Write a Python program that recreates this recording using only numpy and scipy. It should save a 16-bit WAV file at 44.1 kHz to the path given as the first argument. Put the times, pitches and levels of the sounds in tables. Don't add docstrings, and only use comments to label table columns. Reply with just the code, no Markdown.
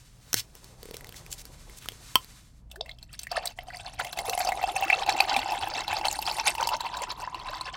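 import sys
import numpy as np
from scipy import signal
from scipy.fft import rfft, irfft, next_fast_len
from scipy.io import wavfile
from scipy.ndimage import map_coordinates

SR = 44100
rng = np.random.default_rng(int(sys.argv[2]) if len(sys.argv) > 2 else 0)


def wav_record(signal):
    frames = np.transpose(np.atleast_2d(signal))
    bounded = np.clip(frames, -1, 1)
    quanta = np.round(bounded * 32767).astype(np.int16)
    wavfile.write(sys.argv[1], SR, quanta)


def rack_gain(trim_db):
    fader = np.asarray(trim_db, float)
    return 10 ** (fader / 20)


N = 342216

# (frequency [Hz], level [dB per Hz])
ROOM_COLOUR = [(12, -35), (20, -8), (32, 4), (86, -7), (123, -4), (177, -10.5), (255, -17), (293, -16.5),
               (399, -35.5), (678, -29.5), (738, -49.5), (849, -39), (5380, -50), (16000, -58.5)]
# (frequency [Hz], level [dB rms])
HUM_TONES = [(57, -57), (119, -65)]
# (time [s], rustle [dB], creak [dB])
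GLOVE_LEVELS = [
    (0.0, -61, -74.5),
    (1.08, -58, -56),
    (1.18, -56, -58),
    (1.48, -57, -63),
    (2.13, -53, -64),
    (2.36, -56.5, -70),
    (2.51, -67, -78),
    (2.7, -88, -75.5),
]
# (frequency [Hz], level [dB per Hz])
RUSTLE_COLOUR = [(590, -27), (1000, -2), (2590, -4), (3150, -4.5), (3670, -2), (7790, -3.5), (9940, -7.5),
                 (14600, -15.5), (16000, -23.5)]
# (time [s], peak [dB], ring [Hz], bottle body [dB])
CAP_TICKS = [(0.3308, -9, 6000, -38), (0.3424, -1.5, 4120, -37), (0.5527, -31, 5800, -15),
             (0.6438, -29.5, 4400, -15), (0.8303, -26.5, 4600, -7), (0.856, -31, 8500, -4.5),
             (0.8877, -40.5, 2140, 6), (0.9108, -29, 4480, -2.5), (0.943, -26.5, 3300, -5),
             (0.968, -21.5, 5700, -20), (1.009, -32.5, 1980, -19), (1.045, -30, 2020, -23),
             (1.07, -33, 3800, -12), (1.092, -28, 4580, -18), (1.1246, -31.5, 3200, -28),
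             (1.1433, -34, 1940, -16), (1.264, -32.5, 2470, -24), (1.4539, -26.5, 4670, -22),
             (1.697, -34, 2110, -24), (1.8587, -29, 1290, -21), (1.8867, -15, 3180, -53),
             (1.92, -30.5, 3160, -9), (2.2454, -30, 4460, -26)]
# (time [s], length [s], level [dB rms], centre [Hz])
CAP_SCRAPES = [
    (0.346, 0.074, -33.5, 5170),
    (0.931, 0.03, -46.5, 3200),
    (1.147, 0.059, -47.5, 6100),
    (1.3, 0.05, -40.5, 7500),
    (1.373, .055, -46, 6450),
    (1.761, 0.038, -47, 7800),
    (1.8, .07, -50.5, 3000),
]
# (time [s], peak [dB])
CAP_POP = [
    (2.156, -2.5),
]
# (frequency [Hz], level [dB], time to fall 60 dB [s])
NECK_RINGS = [(1036, 1, 0.035), (1290, -10, 0.05), (2680, -17, .04), (3140, 8, 0.018), (4400, -9, 0.018),
              (5700, -11, .03), (7880, -8, .015)]
# (time [s], peak [dB])
BOTTLE_GLUGS = [
    (3.799, -44),
    (3.969, -45),
    (4.26, -44),
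    (4.798, -49),
    (5.069, -42),
    (5.411, -43),
    (5.613, -37),
    (5.9, -37.5),
]
# (time [s], level [dB])
GURGLE_LEVELS = [
    (4.1, -66),
    (5.49, -46),
    (5.51, -52.5),
    (7.63, -58.5),
    (7.76, -71),
]
# (time [s], frequency [Hz])
AIR_PITCH = [
    (2.7, 645),
    (3.5, 704),
    (4.5, 742),
    (5.3, 825),
    (6.1, 850),
    (6.7, 931),
    (7.3, 1007),
    (7.76, 1040),
]
# (frequency [Hz], width [Hz], level [dB])
GLASS_MODES = [(2672, 30, 3), (3160, 40, -11), (4590, 1320, -7), (7570, 330, -6)]
# (time [s], peak [dB], bubble [Hz], air column kick [dB], slap [dB])
BIG_DROPS = [(2.7142, -30.5, 3450, -29.5, -9.5), (2.7585, -29.5, 1670, -28, -13),
             (2.8091, -15.5, 3550, -13, -47), (2.86, -33.5, 1990, -27, -17), (2.8922, -48, 2250, -20, -19),
             (2.8927, -24.5, 2060, -35, -25), (2.913, -26.5, 3420, -40, -34),
             (2.9861, -37.5, 3170, -27, -18), (3.0277, -30, 4150, -35, -23), (3.1299, -32, 8030, -28, -10),
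             (3.1918, -20, 5900, -43, -11), (3.2147, -42, 8400, -14, -2.5), (3.2328, -23, 8230, -31, -12),
             (3.2689, -22.5, 1820, -33, -21), (3.3156, -19, 4600, -14, -16.5),
             (3.456, -16.5, 8050, -52, -8), (3.4725, -15.5, 3830, -21.5, -16.5),
             (3.5874, -20.5, 1990, -11.5, -28), (3.6841, -35, 2980, -0.5, -20),
             (3.703, -26, 1880, -21, -28), (3.7696, -28.5, 4670, -22, -13),
             (3.9984, -17.5, 1940, -17, -16.5), (4.0468, -22, 2030, -11.5, -10.5),
             (4.0697, -26, 2700, -9, -14.5), (4.1286, -29.5, 1550, -31, -16),
             (4.1287, -22.5, 3980, -15.5, -11), (4.173, -25, 2514, -5, -13),
             (4.1882, -16, 2040, -14, -11.5), (4.2805, -30, 2550, -28, -6),
             (4.2957, -15.5, 5880, -14, -6.5), (4.3323, -16.5, 2780, -7.5, -18.5),
             (4.3765, -19.5, 2050, -1, -8.5), (4.404, -20.5, 2060, -4, -11),
             (4.4487, -17.5, 5970, -8.5, -16), (4.4725, -15.5, 4550, -8, -25),
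             (4.4888, -17, 2500, -0.5, -12), (4.5199, -14.5, 2080, -7, -20.5),
             (4.6275, -24, 2590, -3.5, -12.5), (4.6386, -18, 2550, 2, -21),
             (4.7616, -14.5, 2520, -8.5, -20), (4.824, -17.5, 2700, -4.5, -29.5),
             (4.8345, -17.5, 2570, -12, -22.5), (4.881, -21, 2640, -13, -20),
             (4.9003, -1.5, 2310, -24.5, -30), (4.9278, -5, 2570, -14.5, -34),
             (5.0076, -44, 2710, 6.5, -17), (5.033, -22, 3740, -14, -28), (5.063, -41, 1520, 3, -15),
             (5.063, -23, 2650, -7, -15.5), (5.0921, -10, 2400, -10.5, -21),
             (5.1238, -18.5, 4230, -6, -19.5), (5.1643, -21.5, 2630, -18, -17),
             (5.2034, -1, 2440, -13.5, -23.5), (5.286, -21.5, 2740, -15, -22.5),
             (5.3069, -31.5, 3250, -14, -16.5), (5.3427, -16, 2550, -20, -25),
             (5.3638, -8.5, 2340, -7.5, -18.5), (5.3902, -16, 2740, -5.5, -18.5),
             (5.4586, -28, 2680, 5, -21.5), (5.508, -25, 2520, -4, -13.5), (5.5197, -21.5, 2600, -3, -17.5),
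             (5.6108, -28, 4400, -18, -13.5), (5.6719, -24.5, 2620, 0.5, -20.5),
             (5.7379, -21, 4660, -9, -26), (5.7798, -19.5, 2640, -7, -26), (5.8058, -20, 3760, -10.5, -26),
             (5.844, -29, 2620, -17.5, -22), (5.8798, -17.5, 3950, -9, -19), (5.9101, -22.5, 2650, -4, -21),
             (5.929, -16, 2450, -7.5, -26), (6.0117, -24, 2680, -1, -25), (6.053, -21.5, 4530, -8, -11),
             (6.0834, -11, 4200, -11, -26), (6.112, -24, 2730, -16, -9), (6.127, -16.5, 6600, -20.5, -12.5),
             (6.1889, -22.5, 4200, 1, -11.5), (6.2245, -20.5, 2690, -21, -10),
             (6.2546, -23, 4200, -16, -19.5), (6.2648, -18, 4670, -16, -19), (6.3131, -19.5, 4460, -7, -22),
             (6.3755, -31, 2720, 3, -13), (6.384, -23.5, 2660, 0, -11), (6.4099, -26.5, 2600, -0.5, -14.5),
             (6.4602, -22, 4150, -4, -23.5), (6.4801, -20, 2630, -2.5, -15.5),
             (6.5506, -23.5, 2800, -5.5, -7), (6.5809, -21, 2670, -3.5, -21), (6.6094, -20, 5940, -10, -17),
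             (6.6271, -15.5, 2960, -1, -19), (6.6723, -17.5, 4760, -1.5, -7.5),
             (6.6895, -15, 2770, -9, -11), (6.7661, -24.5, 6200, -11.5, -17),
             (6.806, -19.5, 3830, -7.5, -14), (6.8649, -21, 2790, -9, -31), (6.969, -22, 3780, -6.5, -16.5),
             (7.0196, -23.5, 8910, -17, -13), (7.037, -26, 2680, 1, -38), (7.1187, -30, 6910, -3, -13.5),
             (7.2204, -32, 2720, -1, -11), (7.2745, -28, 1640, 5, -29), (7.3451, -24, 2740, 0, -21),
             (7.3983, -31.5, 4100, -11, -22.5), (7.5328, -23, 1500, -3.5, -27),
             (7.6104, -18, 4080, -7.5, -24), (7.742, -41.5, 2690, -16, -34)]
# (time [s], air column [dB], splash [dB], spray [dB])
POUR_LEVELS = [
    [(2.7, -67, -54, -69.5), (2.76, -52, -72, -74.5), (3.3, -86, -54, -63)],
    [(3.315, -35.5, -40, -52.5), (3.379, -29, -37, -53.5), (3.52, -50.5, -49, -52.5)],
    [(3.54, -72, -52.5, -60), (3.582, -49, -53.5, -55), (3.97, -50.5, -49.5, -54.5)],
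    [(3.99, -41, -43, -55), (4.06, -34.5, -43.5, -41), (4.12, -57, -54, -54), (4.16, -36, -47, -52),
     (4.39, -34, -42.5, -41), (5.01, -30, -34.5, -48.5), (5.76, -34.5, -37.5, -49), (6.22, -37, -40.5, -40),
     (6.5, -36.5, -41.5, -45), (6.7, -28, -38.5, -50)],
    [(6.72, -30.5, -40.5, -51), (7.162, -41, -51, -65), (7.674, -38.5, -42.5, -62), (7.76, -50, -56, -86)],
]
# (frequency [Hz], level [dB per Hz])
SPRAY_COLOUR = [(2940, -42), (5000, -0.5), (6160, -3.5), (6700, -4), (11200, -11), (16000, -34.5)]
# (frequency [Hz], side against middle [dB])
SIDE_LEVEL = [(3300, -90), (3800, -21), (8000, -19), (16000, -15)]


def unit(x):
    return x / np.sqrt(np.mean(x ** 2) + 1e-20)


def along(points, hz):
    f, v = np.transpose(points)
    return np.interp(np.log(hz + 1), np.log(f + 1), v)


def curves(rows, outside=-120):
    s, *columns = np.transpose(rows)
    t = np.arange(N) / SR
    return [np.interp(t, s, values, left=outside) for values in columns]


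def wobble(rate):
    knots = rng.standard_normal(int(N * rate / SR) + 4)
    return map_coordinates(knots, [np.arange(N) * rate / SR])


def filtered(x, response):
    size = next_fast_len(N + SR // 2)
    hz = np.fft.rfftfreq(size, 1 / SR)
    return irfft(rfft(x, size) * response(hz), size)[:N]


def noise(spectrum):
    return unit(filtered(rng.standard_normal(N), lambda hz: rack_gain(along(spectrum, hz))))


def pings(s, gain, hz, cycles, rise, size, soft=0.034):
    k = np.arange(size)
    age = np.outer(hz / cycles, k / SR)
    turns = np.reshape(cycles, (-1, 1)) * (age + rise * age ** 2 / 2)
    audible = hz[:, None] * (1 + rise * age) < SR / 2.2
    envelope = np.exp(-age) * (1 - np.exp(-age / soft))
    waves = gain[:, None] * audible * envelope * np.sin(2 * np.pi * turns)
    at = np.round(s * SR).astype(int)[:, None] + k
    return np.bincount(at.ravel(), waves.ravel(), N + SR)[:N]


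def shower(count, hz, octaves, spread_db, cycles, rise, size, soft=0.2):
    when = rng.random(count) * N / SR
    pitch = np.minimum(hz * 2 ** (octaves * rng.standard_normal(count)), 15000)
    big = np.minimum(rng.exponential(size=count), 3.5)
    return unit(pings(when, rack_gain(spread_db * big), pitch, cycles, rise, size=size, soft=soft))


def bursts(s, gain, t60):
    spikes = np.bincount(np.round(s * SR).astype(int), gain, N)[:N]
    envelope = signal.lfilter([1], [1, -rack_gain(-60 / (t60 * SR))], spikes)
    return envelope * rng.standard_normal(N)


def room():
    t = np.arange(N) / SR
    hum = np.zeros(N)
    for hz, db in HUM_TONES:
        level = rack_gain(db + 1 + 3.5 * wobble(2.9))
        hum += level * np.sin(2 * np.pi * hz * t + 0.5 * wobble(8))
    rumble_db = -53 + 2.0 * wobble(0.74)
    return rack_gain(rumble_db) * noise(ROOM_COLOUR) + hum


def hands():
    rustle_db, creak_db = curves(GLOVE_LEVELS)
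    grain = shower(count=4000, hz=4950, octaves=0.7, spread_db=-1, cycles=0.89, rise=0, size=64)
    rustle = rack_gain(rustle_db + 2.9 * wobble(30)) * unit(noise(RUSTLE_COLOUR) + 0.1 * grain)
    creak_colour = [(200, -24), (350, -6.5), (900, -10.5), (1500, -23), (20000, -77.5)]
    creak = rack_gain(creak_db + 3 * wobble(44)) * noise(creak_colour)
    return rustle + creak


def thread_ticks():
    s, db, hz, body_db = np.transpose(CAP_TICKS)
    clicks = bursts(s, rack_gain(db - 6.5), t60=0.008)
    rings = pings(s, rack_gain(db - 3.5), hz, cycles=2.7, rise=0, size=512)
    body = pings(s, rack_gain(db + body_db), 450 + 0 * hz, cycles=1.5, rise=0, size=1024)
    thump = pings(np.array([0.35]), rack_gain([-33]), np.array([105]), cycles=4.1, rise=0.057, size=8192, soft=0.3)
    return clicks + rings + body + thump


def scrapes():
    t, out = np.arange(N) / SR, np.zeros(N)
    for s, length, db, hz in CAP_SCRAPES:
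        swell = np.sin(np.pi * np.clip((t - s) / length, 0, 1))
        colour = [(hz / 12, -30), (hz / 3, -7), (hz, 0), (hz * 1.6, -7), (20000, -14)]
        out += rack_gain(db + 3.6 * wobble(250)) * swell * noise(colour)
    return out


def cap():
    s, db = CAP_POP[0]
    t = np.arange(SR // 4) / SR
    ring = sum(rack_gain(level - 60 * t / t60) * np.sin(2 * np.pi * hz * t) for hz, level, t60 in NECK_RINGS)
    out = bursts(np.array([s]), rack_gain([db - 4]), t60=0.0051)
    onset = 1 - np.exp(-t / 0.00022)
    out[round(s * SR):][:len(t)] += rack_gain(db - 9) * ring * onset
    return out


def glugs():
    s, db = np.transpose(BOTTLE_GLUGS)
    first = pings(np.array([2.765]), rack_gain([-28]), np.array([330]), cycles=11, rise=0.3, size=4000, soft=2.6)
    return pings(s, rack_gain(db), 75 + 0 * s, cycles=2.78, rise=0.306, size=8192, soft=0.15) + first


def gurgle():
    bubbles = shower(count=400, hz=332, octaves=0.2, spread_db=4, cycles=4.4, rise=0.044, size=4000)
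    return rack_gain(curves(GURGLE_LEVELS)[0] + 0.5) * bubbles


def column(x, multiple, width_hz):
    pitch = curves(AIR_PITCH, outside=1260)[0]
    turn = np.exp(2j * np.pi * multiple * np.cumsum(pitch) / SR)
    keep = np.exp(-np.pi * width_hz / SR)
    return np.real(signal.lfilter([1], [1, -keep], x / turn) * turn)


def glass(x, plain):
    def response(f):
        modes = [rack_gain(db) * 1j * f * w / (c * c - f * f + 1j * f * w) for c, w, db in GLASS_MODES]
        return plain + sum(modes)
    return filtered(x, response)


def drops():
    s, db, hz, column_db, slap_db = np.transpose(BIG_DROPS)
    luck = rng.random((len(s), 2))
    puffs = bursts(s, rack_gain(db + slap_db + 6.5), t60=0.035)
    slap = filtered(puffs, lambda f: 1j * f / (4000 + 1j * f) / (1 + 1j * f / 11000))
    bubble = pings(s, rack_gain(db), hz, cycles=4 + hz / 800, rise=0.029, size=1024, soft=0.12)
    twin_s = s + 0.0044 * luck[:, 0]
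    twin_hz = hz * 2 ** (1.72 * luck[:, 1] - 0.7)
    twin = pings(twin_s, rack_gain(db - 2), twin_hz, cycles=4.1, rise=0.049, size=600, soft=0.066)
    kicks = pings(s, rack_gain(db + column_db - 20), 800 + 0 * s, cycles=0.74, rise=0, size=400, soft=0.21)
    return glass(slap + bubble + twin, plain=0.53) + column(kicks, multiple=1, width_hz=63)


def stream():
    column_db, splash_db, spray_db = curves(np.vstack(POUR_LEVELS))
    clump = wobble(35)

    pushes = shower(count=3000, hz=850, octaves=0.39, spread_db=1.5, cycles=1.5, rise=0, size=384)
    ringing = column(rack_gain(4.2 * clump) * pushes, multiple=1, width_hz=122)
    blips = shower(count=900, hz=850, octaves=0.4, spread_db=4, cycles=5.17, rise=0.08, size=1500)
    air = unit(unit(ringing) + 0.46 * unit(rack_gain(5.1 * clump) * blips))

    bubbles = shower(count=4000, hz=3200, octaves=0.6, spread_db=3.5, cycles=5.5, rise=0.065, size=600)
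    wash = noise([(300, -15), (1500, 7), (6000, -7), (16000, -33)])
    splash_swell = rack_gain(5.1 * clump + 2.8 * wobble(60))
    splash = unit(glass(splash_swell * (bubbles + 0.43 * wash), plain=0.68))

    crackle = shower(count=6000, hz=8860, octaves=0.44, spread_db=10, cycles=6.9, rise=0.018, size=200)
    spray_swell = rack_gain(3.9 * clump + 6.1 * wobble(63))
    spray = unit(spray_swell * (crackle + 0.4 * noise(SPRAY_COLOUR)))
    return rack_gain(column_db - 2) * air + rack_gain(splash_db + 2.5) * splash + rack_gain(spray_db + 1.5) * spray


def scene():
    near = hands() + thread_ticks() + scrapes() + cap() + glugs() + gurgle() + drops() + stream()
    tail = bursts(np.array([0.003]), np.ones(1), t60=0.11)[:SR // 4]
    echo = signal.fftconvolve(near, tail / np.linalg.norm(tail))[:N]
    mid = room() + near + rack_gain(-16) * echo
    side = filtered(mid, lambda hz: 1j * rack_gain(along(SIDE_LEVEL, hz)))
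    return np.array([mid + side, mid - side])


def top_cut(x):
    return signal.sosfilt(signal.butter(12, 17140, fs=SR, output="sos"), x)


def record(dry):
    def treble_limit(hz):
        return np.where(hz < 16000, 1, rack_gain(-14) * (hz < 16800))
    mix = np.array([filtered(x, treble_limit) for x in dry])
    return top_cut(mix)


dry = scene()
out = record(dry)
wav_record(out)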